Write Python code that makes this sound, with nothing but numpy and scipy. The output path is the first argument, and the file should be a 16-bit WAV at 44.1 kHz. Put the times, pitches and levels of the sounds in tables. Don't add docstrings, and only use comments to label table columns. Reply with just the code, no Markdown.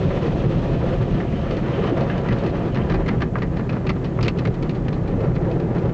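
import sys
import numpy as np
from scipy import signal
from scipy.fft import rfft, irfft, next_fast_len
from scipy.io import wavfile
from scipy.ndimage import uniform_filter1d, minimum_filter1d

SR = 44100
rng = np.random.default_rng(int(sys.argv[2]) if len(sys.argv) > 2 else 0)


def persist_wave(psi):
    counts = np.round(np.clip(psi, -1, 1) * 32767).astype(np.int16)
    wavfile.write(sys.argv[1], SR, np.atleast_2d(counts).T)


N = 261513
TIME = np.arange(N) / SR
USUAL_SMACK_DB = -30

# (time [s], smack level [dB], wetness = splash over smack [dB],
# landing time [s], ring of the struck spot [Hz])
SLAPS = [(0.097, -32.5, -15.5, .008, 1950), (0.216, -39, -2, 0.0074, 2080), (0.25, -38, -6.5, .012, 1900),
         (0.425, -36.5, -16.5, .015, 1150), (0.72, -36.5, -18.5, .012, 1190),
         (0.86, -40.5, -19, .012, 1100), (1.03, -41.5, -12, .006, 1255), (1.139, -37, -11.5, 0.0049, 1464),
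         (1.194, -31.5, -14, 0.0079, 1885), (1.318, -37, -9, 0.0046, 1920),
         (1.463, -33.5, -17, 0.0029, 1380), (1.502, -35.5, -2.5, .007, 2790),
         (1.566, -33.5, -5.5, 0.0023, 1896), (1.832, -32, -11.5, 0.0097, 1100),
         (1.968, -29, -14.5, .005, 974), (2.002, -44, 3, 0.0075, 1985), (2.092, -27.5, -10, 0.008, 1715),
         (2.177, -41.5, -1, .002, 2880), (2.283, -28, -9, 0.0032, 1944), (2.305, -33, -14.5, 0.0036, 1600),
         (2.322, -38.5, 1, 0.0027, 3320), (2.382, -43, 0.5, .0026, 3800), (2.425, -36, -8, 0.014, 1204),
         (2.458, -37.5, -2, 0.0049, 1910), (2.489, -47.5, 1.5, 0.0041, 4170),
         (2.742, -31.5, -3, 0.0043, 2885), (2.769, -31, -15.5, .003, 1760),
         (2.891, -29.5, -5.5, 0.0095, 1610), (2.913, -32.5, -10, .008, 1175),
         (2.939, -30.5, -7, 0.0048, 1606), (3.059, -31, -6.5, .0025, 2030),
         (3.078, -33.5, -3.5, 0.0017, 2115), (3.084, -28, -9.5, 0.0035, 2100),
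         (3.108, -45, -9.5, 0.0053, 1880), (3.201, -32.5, -7, .005, 1624), (3.214, -25, -8.5, 0.005, 1675),
         (3.353, -24, -18.5, 0.0033, 1620), (3.373, -36, -7.5, 0.011, 1475),
         (3.416, -26.5, -7.5, 0.0062, 1950), (3.555, -35, -4.5, .016, 1764),
         (3.588, -33.5, -12, 0.0069, 1640), (3.69, -29, -6.5, 0.0048, 2530),
         (3.719, -32.5, -8, .0094, 1348), (3.756, -40.5, -12, .0074, 1006),
         (3.864, -30, -5.5, 0.0051, 2610), (3.887, -25, -3, 0.0065, 2090), (4.033, -36, -2.5, .014, 1916),
         (4.187, -30, -25.5, .002, 1097), (4.207, -39, 0.5, .002, 2710), (4.226, -28, 1.5, .002, 5030),
         (4.246, -34.5, -2, .002, 2770), (4.255, -39, -5, 0.0017, 2310), (4.264, -39, -4.5, .002, 2715),
         (4.279, -29, 5.5, 0.0021, 2670), (4.368, -50.5, 4.5, .005, 2980), (4.384, -35, 0.5, 0.0028, 1910),
         (4.45, -29, -5, 0.002, 2170), (4.47, -40, -2.5, 0.0027, 1880), (4.539, -38.5, -2, 0.0028, 1880),
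         (4.623, -35.5, -1, 0.0028, 2140), (4.69, -39, 2.5, 0.0046, 2290), (4.744, -44.5, 2, 0.0055, 2030),
         (4.881, -35, -4, 0.0024, 1680), (4.922, -41, 0, 0.0072, 4130), (5.074, -42, -1, 0.0027, 2296),
         (5.13, -40, -17.5, .012, 1106), (5.2, -38.5, -6.5, 0.0048, 1097), (5.224, -35, -12.5, .018, 1320),
         (5.351, -45, 0.5, 0.0026, 4120), (5.36, -39, -14, 0.0035, 2090), (5.509, -44.5, 1, 0.005, 2530),
         (5.592, -43.5, -2, 0.0077, 1690), (5.628, -40.5, -22, .005, 998), (5.746, -37, -4, 0.0037, 1815),
         (5.778, -41, -4.5, .005, 2310), (5.889, -38.5, -10.5, .005, 1500)]
# (time [s], relative strength [dB])
ROOF_BLOWS = [(0.05, 1.5), (0.463, -1), (0.555, -3.5), (0.724, -8), (0.83, -7), (1, -6), (1.112, -5),
              (1.325, -13), (1.455, -14), (1.782, -13), (1.992, -6.5), (2.294, 2), (2.441, -8.5),
              (3.152, -8), (3.541, -11), (3.717, -8.5), (3.878, -6), (4.191, -3), (4.378, -11.5),
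              (4.463, -3.5), (4.849, -6.5), (4.98, -11.5), (5.14, -5), (5.279, -1.5), (5.414, -3),
              (5.836, -8)]
# (frequency [Hz], density [dB per Hz])
DRUM_SPECTRUM = [(150, -31), (260, -8.5), (340, 0), (420, -2.5), (530, -5.5), (610, -9), (760, -10),
                 (900, -19.5), (1300, -26.5), (2500, -48.5)]
# (frequency [Hz], density [dB per Hz])
SPLASH_SPECTRUM = [(1500, -31.5), (2400, 5), (2800, 4.5), (3400, 1), (4400, -2), (5300, -7), (6500, -14.5),
                   (8000, -30.5), (10000, -21.5)]


def from_db(db):
    return 10 ** (np.asarray(db) / 20)


def rms_one(x):
    return x / np.sqrt(np.mean(x ** 2) + 1e-20)


def in_time(rows):
    return np.interp(TIME, *np.transpose(rows))


def drift(rate_hz):
    step = 40
    pole = np.exp(-2 * np.pi * rate_hz * step / SR)
    noise = rng.standard_normal(N // step + 2002)
    slow = signal.lfilter([1], [1, -2 * pole, pole * pole], noise)[2000:]
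    return np.interp(np.arange(N) / step, np.arange(len(slow)), rms_one(slow))


def white_noise():
    return rng.standard_normal(N)


def drops(per_s, spread_db):
    sizes = from_db(spread_db * np.minimum(rng.exponential(1, N), 4))
    signs = rng.choice([-1, 1], N)
    return (rng.random(N) < per_s / SR) * sizes * signs


def coloured(x, spectrum):
    size = next_fast_len(N)
    hz, level_db = np.transpose(spectrum)
    bins_hz = np.maximum(np.fft.rfftfreq(size, 1 / SR), 1)
    gain = from_db(np.interp(np.log(bins_hz), np.log(hz), level_db, left=-90, right=-90))
    return rms_one(irfft(rfft(x, size) * gain, size)[:N])


def band(x, hz, width_hz):
    r = np.exp(-np.pi * width_hz / SR)
    zeros = np.array([1, 0, -1]) * (1 - r * r) / 2
    poles = [1, -2 * r * np.cos(2 * np.pi * hz / SR), r * r]
    return signal.lfilter(zeros, poles, x + 1e-18)


def resonate(x, modes):
    ringing = sum(from_db(db) * band(x, hz, width_hz) for hz, width_hz, db in modes)
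    return rms_one(x + ringing) * np.std(x)


def steadied(x, span_s, share):
    power = uniform_filter1d(x * x, max(int(span_s * SR), 1))
    power = uniform_filter1d(power, max(int(span_s * SR / 2), 1))
    return rms_one(x / (power + 1e-9) ** (np.clip(share, 0, 1) / 2))


def hall_hiss(level_db):
    # (frequency [Hz], density [dB per Hz])
    hiss_spectrum = [(1500, -9.5), (3000, -5), (4500, 0.5), (6000, -0.5), (7500, -3), (9000, -17.5)]
    return from_db(level_db) * coloured(white_noise(), hiss_spectrum)


def whine(waver_hz):
    # (frequency [Hz], rms level [dB])
    tones = [(6222, -87), (6666, -80), (7530, -88)]
    out = np.zeros(N)
    for hz, db in tones:
        phase = 2 * np.pi * np.cumsum(hz + waver_hz * drift(2.6)) / SR
        out += from_db(db) * np.sqrt(2) * np.sin(phase)
    return out


def drumming_level():
    # (time [s], level [dB])
    drumming = [(0, -26.5), (0.35, -26), (1.45, -30.5), (1.92, -26.5), (2.15, -28), (2.85, -27.5),
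                (3.35, -30.5), (4.7, -29.5), (5.25, -27.5), (5.65, -25), (5.93, -27)]
    return in_time(drumming)


def spray_level():
    # (time [s], level [dB])
    spraying = [(0, -40), (0.45, -39.5), (1.02, -39), (1.11, -45), (1.17, -43), (1.4, -41.5), (1.5, -41),
                (1.7, -38), (1.86, -37.5), (2.2, -36.5), (2.42, -37.5), (2.62, -40), (2.8, -40),
                (3.25, -44), (4.12, -45), (4.4, -44.5), (5.1, -42.5), (5.93, -43)]
    return in_time(spraying)


def mist_level():
    # (time [s], level [dB])
    misting = [(0, -44), (0.75, -44.5), (1.35, -48), (1.9, -45), (2.7, -49), (3.25, -55.5), (4.4, -55.5),
               (5.7, -55), (5.93, -54)]
    return in_time(misting)


def jet_shadow():
    # (middle [s], half-length to 1/e of the depth [s], depth [dB])
    shadows = [(0.203, 0.012, 2.5), (1.24, .03, 1), (1.637, .035, 2.5), (1.936, 0.028, 3.5),
               (2.051, .025, 5), (2.21, .035, 5.5), (2.36, .02, 4), (2.51, .03, 8), (2.686, .02, 1),
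               (3.043, .025, 2.5), (3.306, 0.033, 4.5), (3.635, 0.016, 0.5), (4.338, .025, 2.5),
               (4.59, .025, 1), (5.424, .04, 1)]
    return sum(depth_db * np.exp(-((TIME - s) / length) ** 2) for s, length, depth_db in shadows)


def jets(drum_db, spray_db, mist_db):
    # (frequency [Hz], density [dB per Hz])
    spray_spectrum = [(500, -17.5), (850, 3.5), (1000, -0.5), (1500, 0), (2000, -4), (2400, -11),
                      (3200, -22), (6000, -55.5)]
    mist_spectrum = [(1500, -26), (2400, 1), (2900, 0.5), (3400, 0.5), (4200, -7.5), (5000, -10.5),
                     (6300, -13.5), (7500, -23.5), (9000, -21.5)]
    spurts = drift(13)
    drum = steadied(coloured(drops(per_s=2000, spread_db=2), DRUM_SPECTRUM), span_s=0.081, share=1.0)
    spray = coloured(drops(per_s=5000, spread_db=2.5), spray_spectrum)
    mist = coloured(drops(per_s=10000, spread_db=1.5), mist_spectrum)
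    on_panels = from_db(drum_db - 0.98 + 1.7 * spurts) * drum
    on_glass = from_db(spray_db + 2.3 * spurts) * spray
    on_glass += from_db(mist_db + 1.2 * spurts + 0.97 * drift(30)) * mist
    return on_panels, on_glass


def roof_roar(jet_db):
    # (frequency [Hz], width [Hz], level [dB])
    roof_modes = [(550, 32, 0.5), (657, 32, -3), (1020, 66, -3.5)]
    water = coloured(drops(per_s=3400, spread_db=-1.5), DRUM_SPECTRUM)
    ringing = sum(from_db(db) * band(water, hz, width_hz) for hz, width_hz, db in roof_modes)
    return from_db(jet_db + 10.5) * steadied(ringing, span_s=0.15, share=0.66)


def droplets(spray_db, per_s, level_db):
    return from_db(spray_db + level_db) * coloured(drops(per_s, spread_db=4.5), SPLASH_SPECTRUM)


def bonnet_drag(mist_db, shadow_db, wipe_db, catching_db):
    # (time [s], level [dB])
    drag = [(0, -40.5), (1.2, -33.5), (1.9, -28.5), (2.45, -34), (2.85, -31.5), (3.7, -47.5), (5.93, -49.5)]
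    # (frequency [Hz], width [Hz], level [dB])
    bonnet_modes = [(217, 28, -6), (256, 150, -9), (534, 61, -5), (700, 48, 0.5)]
    # (frequency [Hz], density [dB per Hz])
    slip_spectrum = [(110, -29.5), (180, 4.5), (690, -8), (780, -22), (1000, -25), (2000, -49.5)]
    wipe_spectrum = [(1100, -20), (1700, -4), (2200, -3), (3100, 0), (3500, -16.5), (5000, -35.5)]
    mist_share, usual_mist_db = 0.41, -54.5
    slips = coloured(drops(per_s=1200, spread_db=3.0), slip_spectrum)
    ringing = sum(from_db(db) * band(slips, hz, width_hz) for hz, width_hz, db in bonnet_modes)
    drone = steadied(ringing, span_s=0.12, share=1.0)
    hiss_db = wipe_db - shadow_db + mist_share * (mist_db - usual_mist_db) + catching_db * drift(28)
    wipe = from_db(hiss_db) * coloured(drops(per_s=12000, spread_db=5.0), wipe_spectrum)
    return from_db(in_time(drag)) * (drone + wipe)


def roof_load():
    rise_s, fall_s = 0.034, 0.024
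    return sum(from_db(db) * np.interp(TIME - s, [0, rise_s, rise_s + fall_s], [0, 1, 0])
               for s, db in ROOF_BLOWS)


def body(load, drum_db):
    # (time [s], level [dB])
    rocking = [(0, -27.5), (0.28, -24), (1.15, -24), (1.8, -28), (2.7, -29), (2.98, -19), (3.25, -27),
               (4.0, -27.5), (4.9, -25.5), (5.93, -27.5)]
    # (frequency [Hz], density [dB per Hz])
    sway_spectrum = [(14, -25), (22, -10.5), (31, -13), (40, 0), (54, -12), (68, -5), (82, -10),
                     (110, -30.5), (200, -64.5)]
    boom_spectrum = [(50, -35), (80, -12.5), (103, -2.5), (121, 3), (137, 1), (155, -0.5), (180, 0.5),
                     (205, -7.5), (250, -7.5), (300, -13.5), (500, -51)]
    load_sway_db, load_boom_db = 5.5, 6.5
    boom_level_db, drum_share, usual_drum_db = -23.5, 0.46, -27
    sway_db = in_time(rocking) + load_sway_db * load
    boom_db = boom_level_db + drum_share * (drum_db - usual_drum_db) + load_boom_db * load
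    sway = steadied(coloured(white_noise(), sway_spectrum), span_s=0.22, share=0.19)
    boom = steadied(coloured(drops(per_s=900, spread_db=0.0), boom_spectrum), span_s=0.077, share=0.83)
    return from_db(sway_db - 4.0) * sway + from_db(boom_db) * boom


def body_shake():
    # (frequency [Hz], density [dB per Hz])
    shake_spectrum = [(70, -22), (120, -0.5), (190, 1.5), (260, -4), (400, -23), (700, -41.5)]
    level_db, rise_s, fall_s = -27, 0.018, 0.078
    smack_share = 0.18
    power = np.zeros(N)
    for s, smack_db, *_ in SLAPS:
        push = np.interp(TIME - s, [0, rise_s, rise_s + fall_s], [0, 1, 0])
        power += (from_db(smack_share * (smack_db - USUAL_SMACK_DB)) * push) ** 2
    noise = steadied(coloured(white_noise(), shake_spectrum), span_s=0.044, share=0.56)
    return from_db(level_db) * np.sqrt(power) * noise


def roof_bumps(level_db):
    # (frequency [Hz], level [dB], t60 [s])
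    cabin_modes = [(121.5, 1, 0.17), (149.6, 5, 0.097), (167.3, -16, 0.11)]
    out, age = np.zeros(N), TIME[:SR // 2]
    onset = 1 - np.exp(-age / 0.01)
    for s, strength_db in ROOF_BLOWS:
        ring = np.zeros(len(age))
        for hz, db, t60 in cabin_modes:
            mode_db = db + 2 * rng.standard_normal() - 60 * age / t60
            ring += from_db(mode_db) * np.sin(2 * np.pi * hz * age)
        at = int(s * SR)
        out[at:at + len(age)] += (from_db(strength_db + level_db) * ring * onset)[:N - at]
    return out


def panel_surges(level_db, width_share):
    # (middle [s], half-length to exp(-2) of the height [s], relative level [dB], pitch [Hz])
    surges = [(0.105, 0.021, -29, 520), (0.257, 0.035, -26, 494), (0.43, 0.089, -26.5, 400),
              (0.698, 0.022, -27, 397), (0.844, 0.027, -22.5, 460), (0.925, 0.027, -24.5, 520),
              (1.534, 0.017, -23, 483), (1.792, 0.025, -21, 385), (1.862, .025, -30, 400),
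              (1.929, 0.027, -17, 330), (1.978, 0.018, -21, 554), (2.015, .022, -21, 520),
              (2.433, 0.023, -22, 494), (2.954, 0.058, -37, 380), (4.477, 0.038, -21.5, 372),
              (5.23, 0.092, -26, 467), (5.383, 0.037, -28, 476), (5.505, 0.042, -28.5, 517),
              (5.638, 0.033, -27, 370)]
    slips, out = drops(per_s=1100, spread_db=2.0), np.zeros(N)
    for s, length, db, hz in surges:
        width_hz = width_share * hz
        growl = steadied(band(band(slips, hz, width_hz), hz, width_hz), span_s=0.011, share=0.5)
        out += from_db(db + level_db) * np.exp(-2 * ((TIME - s) / length) ** 2) * growl
    return out


def hem_knocks(level_db):
    # (time [s], relative peak [dB], pitch of the spot [Hz])
    knocks = [(2.1, -19, 1720), (2.106, -20, 1740), (2.18, -31, 2900), (2.288, -27, 1900),
              (2.762, -21, 1820), (3.083, -15.5, 2060), (3.089, -13.5, 2110), (3.2196, -18, 1500),
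              (3.3553, -14, 1280), (3.429, -24, 1920), (3.596, -25, 1400), (3.697, -28, 2660),
              (3.767, -21.5, 980), (3.897, -21, 2220), (3.904, -14, 1315), (4.189, -17, 1285),
              (4.194, -21, 1050), (4.21, -24, 2500), (4.248, -26, 2690), (4.2575, -24, 2560),
              (4.267, -27, 2680), (4.282, -13.5, 2700), (4.29, -23, 2820), (4.2947, -27, 2500),
              (4.453, -18, 1950), (4.459, -21, 2160), (4.882, -24, 1900), (5.365, -32, 2120)]
    # (ratio to its pitch, level [dB], t60 [s])
    spot_modes = [(.62, -4.5, .022), (.8, -3, .028), (1, 0, .026), (1.27, -11, .018), (1.6, -7.5, .014),
                  (2.1, -10, .01)]
    out, age = np.zeros(N), TIME[:SR // 10]
    for s, peak_db, hz in knocks:
        ring = np.zeros(len(age))
        for k, (ratio, db, t60) in enumerate(spot_modes):
            mode_hz = hz * ratio * (1 + 0.022 * rng.standard_normal())
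            ring += (-1) ** k * from_db(db - 60 * age / t60) * np.sin(2 * np.pi * mode_hz * age)
        at = int(s * SR)
        out[at:at + len(age)] += from_db(peak_db + level_db) * ring / np.abs(ring).max()
    return out


def light_slaps(spray_db):
    count, over_spray_db, spread_db = 12, -18, 5
    wetness_db, landing_s, ring_hz = -11, 0.012, 2340
    when, size = rng.random((count, 2)).T
    at = (when * (N - SR // 20)).astype(int)
    smack_db = spray_db[at] + over_spray_db + spread_db * (2 * size - 1)
    return [(s, db, wetness_db, landing_s, ring_hz) for s, db in zip(TIME[at], smack_db)]


def cloth_slaps(spray_db, mist_db, smack_db, splash_db, ring_db, ring_share,
                crack_db, crack_s, tail_db, tail_t60, flutter_db):
    # (frequency [Hz], density [dB per Hz])
    smack_spectrum = [(500, -25), (900, -2.5), (1200, 0.5), (1600, -1), (2100, -2), (2600, -9.5),
                      (3500, -24), (6000, -50.5)]
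    crack_spectrum = [(1200, -11), (2400, 1.5), (3100, 2.5), (3800, -5), (4700, -3), (5800, -3.5),
                      (7000, -8), (9000, -18)]
    usual_landing_s = 0.0034
    thud_db, thud_share, thud_db_per_doubling = -29, 0.37, 1.5
    ring_follows = 0.37
    folds_hz, splash_power = 170, 1.41
    cling_t60_s, cling_mist_db, cling_doubles_db = 0.079, -60, 16
    rebound_halves_db, cling_follows = 33.5, 0.27

    thuds = steadied(coloured(white_noise(), DRUM_SPECTRUM), span_s=0.0033, share=1.0)
    smacks = steadied(coloured(drops(per_s=1100, spread_db=4.0), smack_spectrum), span_s=0.004, share=1.0)
    splashes = coloured(drops(per_s=2500, spread_db=3.5), SPLASH_SPECTRUM)
    splashes = steadied(splashes, span_s=0.0014, share=0.96)
    cracks = coloured(white_noise(), crack_spectrum)
    folds = from_db(flutter_db * np.tanh(drift(folds_hz)))
    on_panels, on_glass = np.zeros((2, N))
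    for s, smack, wetness, landing, ring_hz in SLAPS + light_slaps(spray_db):
        span = slice(int(s * SR), min(int(s * SR) + SR // 3, N))
        age = TIME[:span.stop - span.start]
        landing = max(landing, .002)
        hardness, slowness = smack - USUAL_SMACK_DB, np.log2(landing / usual_landing_s)
        thud = thud_db + thud_share * hardness + thud_db_per_doubling * slowness
        doublings = (mist_db[span.start] - cling_mist_db) / cling_doubles_db
        doublings += cling_follows * slowness - hardness / rebound_halves_db
        t60 = cling_t60_s * 2 ** doublings
        since = np.maximum(age - landing, 0)
        dying = np.hypot(from_db(-60 * since / t60), from_db(tail_db - 60 * since / tail_t60))
        force = np.minimum(age / landing, 1) ** 2 * dying * folds[span]
        tip_age = age - 0.8 * landing
        tip_decay = (tip_age > 0) * np.exp(-np.abs(tip_age) / crack_s)
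        whip = from_db(crack_db) * np.sqrt(0.0027 / landing) * tip_decay
        wet = from_db(smack + smack_db) * np.hypot(force, whip) * smacks[span]
        splash = force ** splash_power * splashes[span] + whip * cracks[span]
        wet += from_db(smack + wetness + splash_db) * splash
        struck_spot = [(ring_hz, ring_share * ring_hz, ring_db + ring_follows * hardness)]
        on_glass[span] += resonate(wet, struck_spot)
        on_panels[span] += from_db(thud) * force * thuds[span]
    return on_panels, on_glass


def scene():
    # (frequency [Hz], width [Hz], level [dB])
    panel_modes = [(321.4, 54, -1.5), (380, 17, 0.5), (461, 31, -4.5), (555, 48, -6), (808, 20, -2.5)]
    glass_modes = [(987, 62, 8.5), (1182, 120, 4.5), (1343, 69, -2), (1780, 460, -2.5), (2074, 56, -8.5),
                   (2510, 390, -4.5), (3010, 74, -5), (4080, 700, -5.5)]
    drum_db, spray_db, mist_db = drumming_level(), spray_level(), mist_level()
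    shadow_db = jet_shadow()
    hall = hall_hiss(level_db=-65.5) + whine(waver_hz=4.0)
    water_on_panels, water_on_glass = jets(drum_db, spray_db - shadow_db, mist_db - shadow_db)
    cloth_on_panels, cloth_on_glass = cloth_slaps(
        spray_db, mist_db, smack_db=-3.0, splash_db=0.0, ring_db=2.5, ring_share=0.11,
        crack_db=-4.0, crack_s=0.0035, tail_db=-30.0, tail_t60=0.26, flutter_db=2.5)
    rumble = body(roof_load(), drum_db) + body_shake() + roof_bumps(level_db=-7.5)
    panels = resonate(water_on_panels + cloth_on_panels, panel_modes)
    panels += roof_roar(mist_db) + panel_surges(level_db=-1.5, width_share=0.37)
    ticks = droplets(spray_db - shadow_db, per_s=320, level_db=-19.0)
    glass = resonate(water_on_glass + cloth_on_glass + ticks, glass_modes) + hem_knocks(level_db=-3.5)
    drag = bonnet_drag(mist_db, shadow_db, wipe_db=-22.5, catching_db=3.5)
    return (rumble + panels + glass + drag + hall)[None]


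def limiter(x, ceiling_db, release_db_per_s):
    over_db = np.maximum(20 * np.log10(np.abs(x) + 1e-9) - ceiling_db, 0)
    recovery_db = release_db_per_s * TIME
    held_db = np.maximum.accumulate(over_db + recovery_db, axis=-1) - recovery_db
    return x * uniform_filter1d(minimum_filter1d(from_db(-held_db), size=129), size=129)


def record(dry):
    limited = limiter(dry, ceiling_db=-10.3, release_db_per_s=150)
    low_pass = signal.butter(22, 8100, fs=SR, output="sos")
    return signal.sosfilt(low_pass, limited)


dry = scene()
out = record(dry)
persist_wave(out)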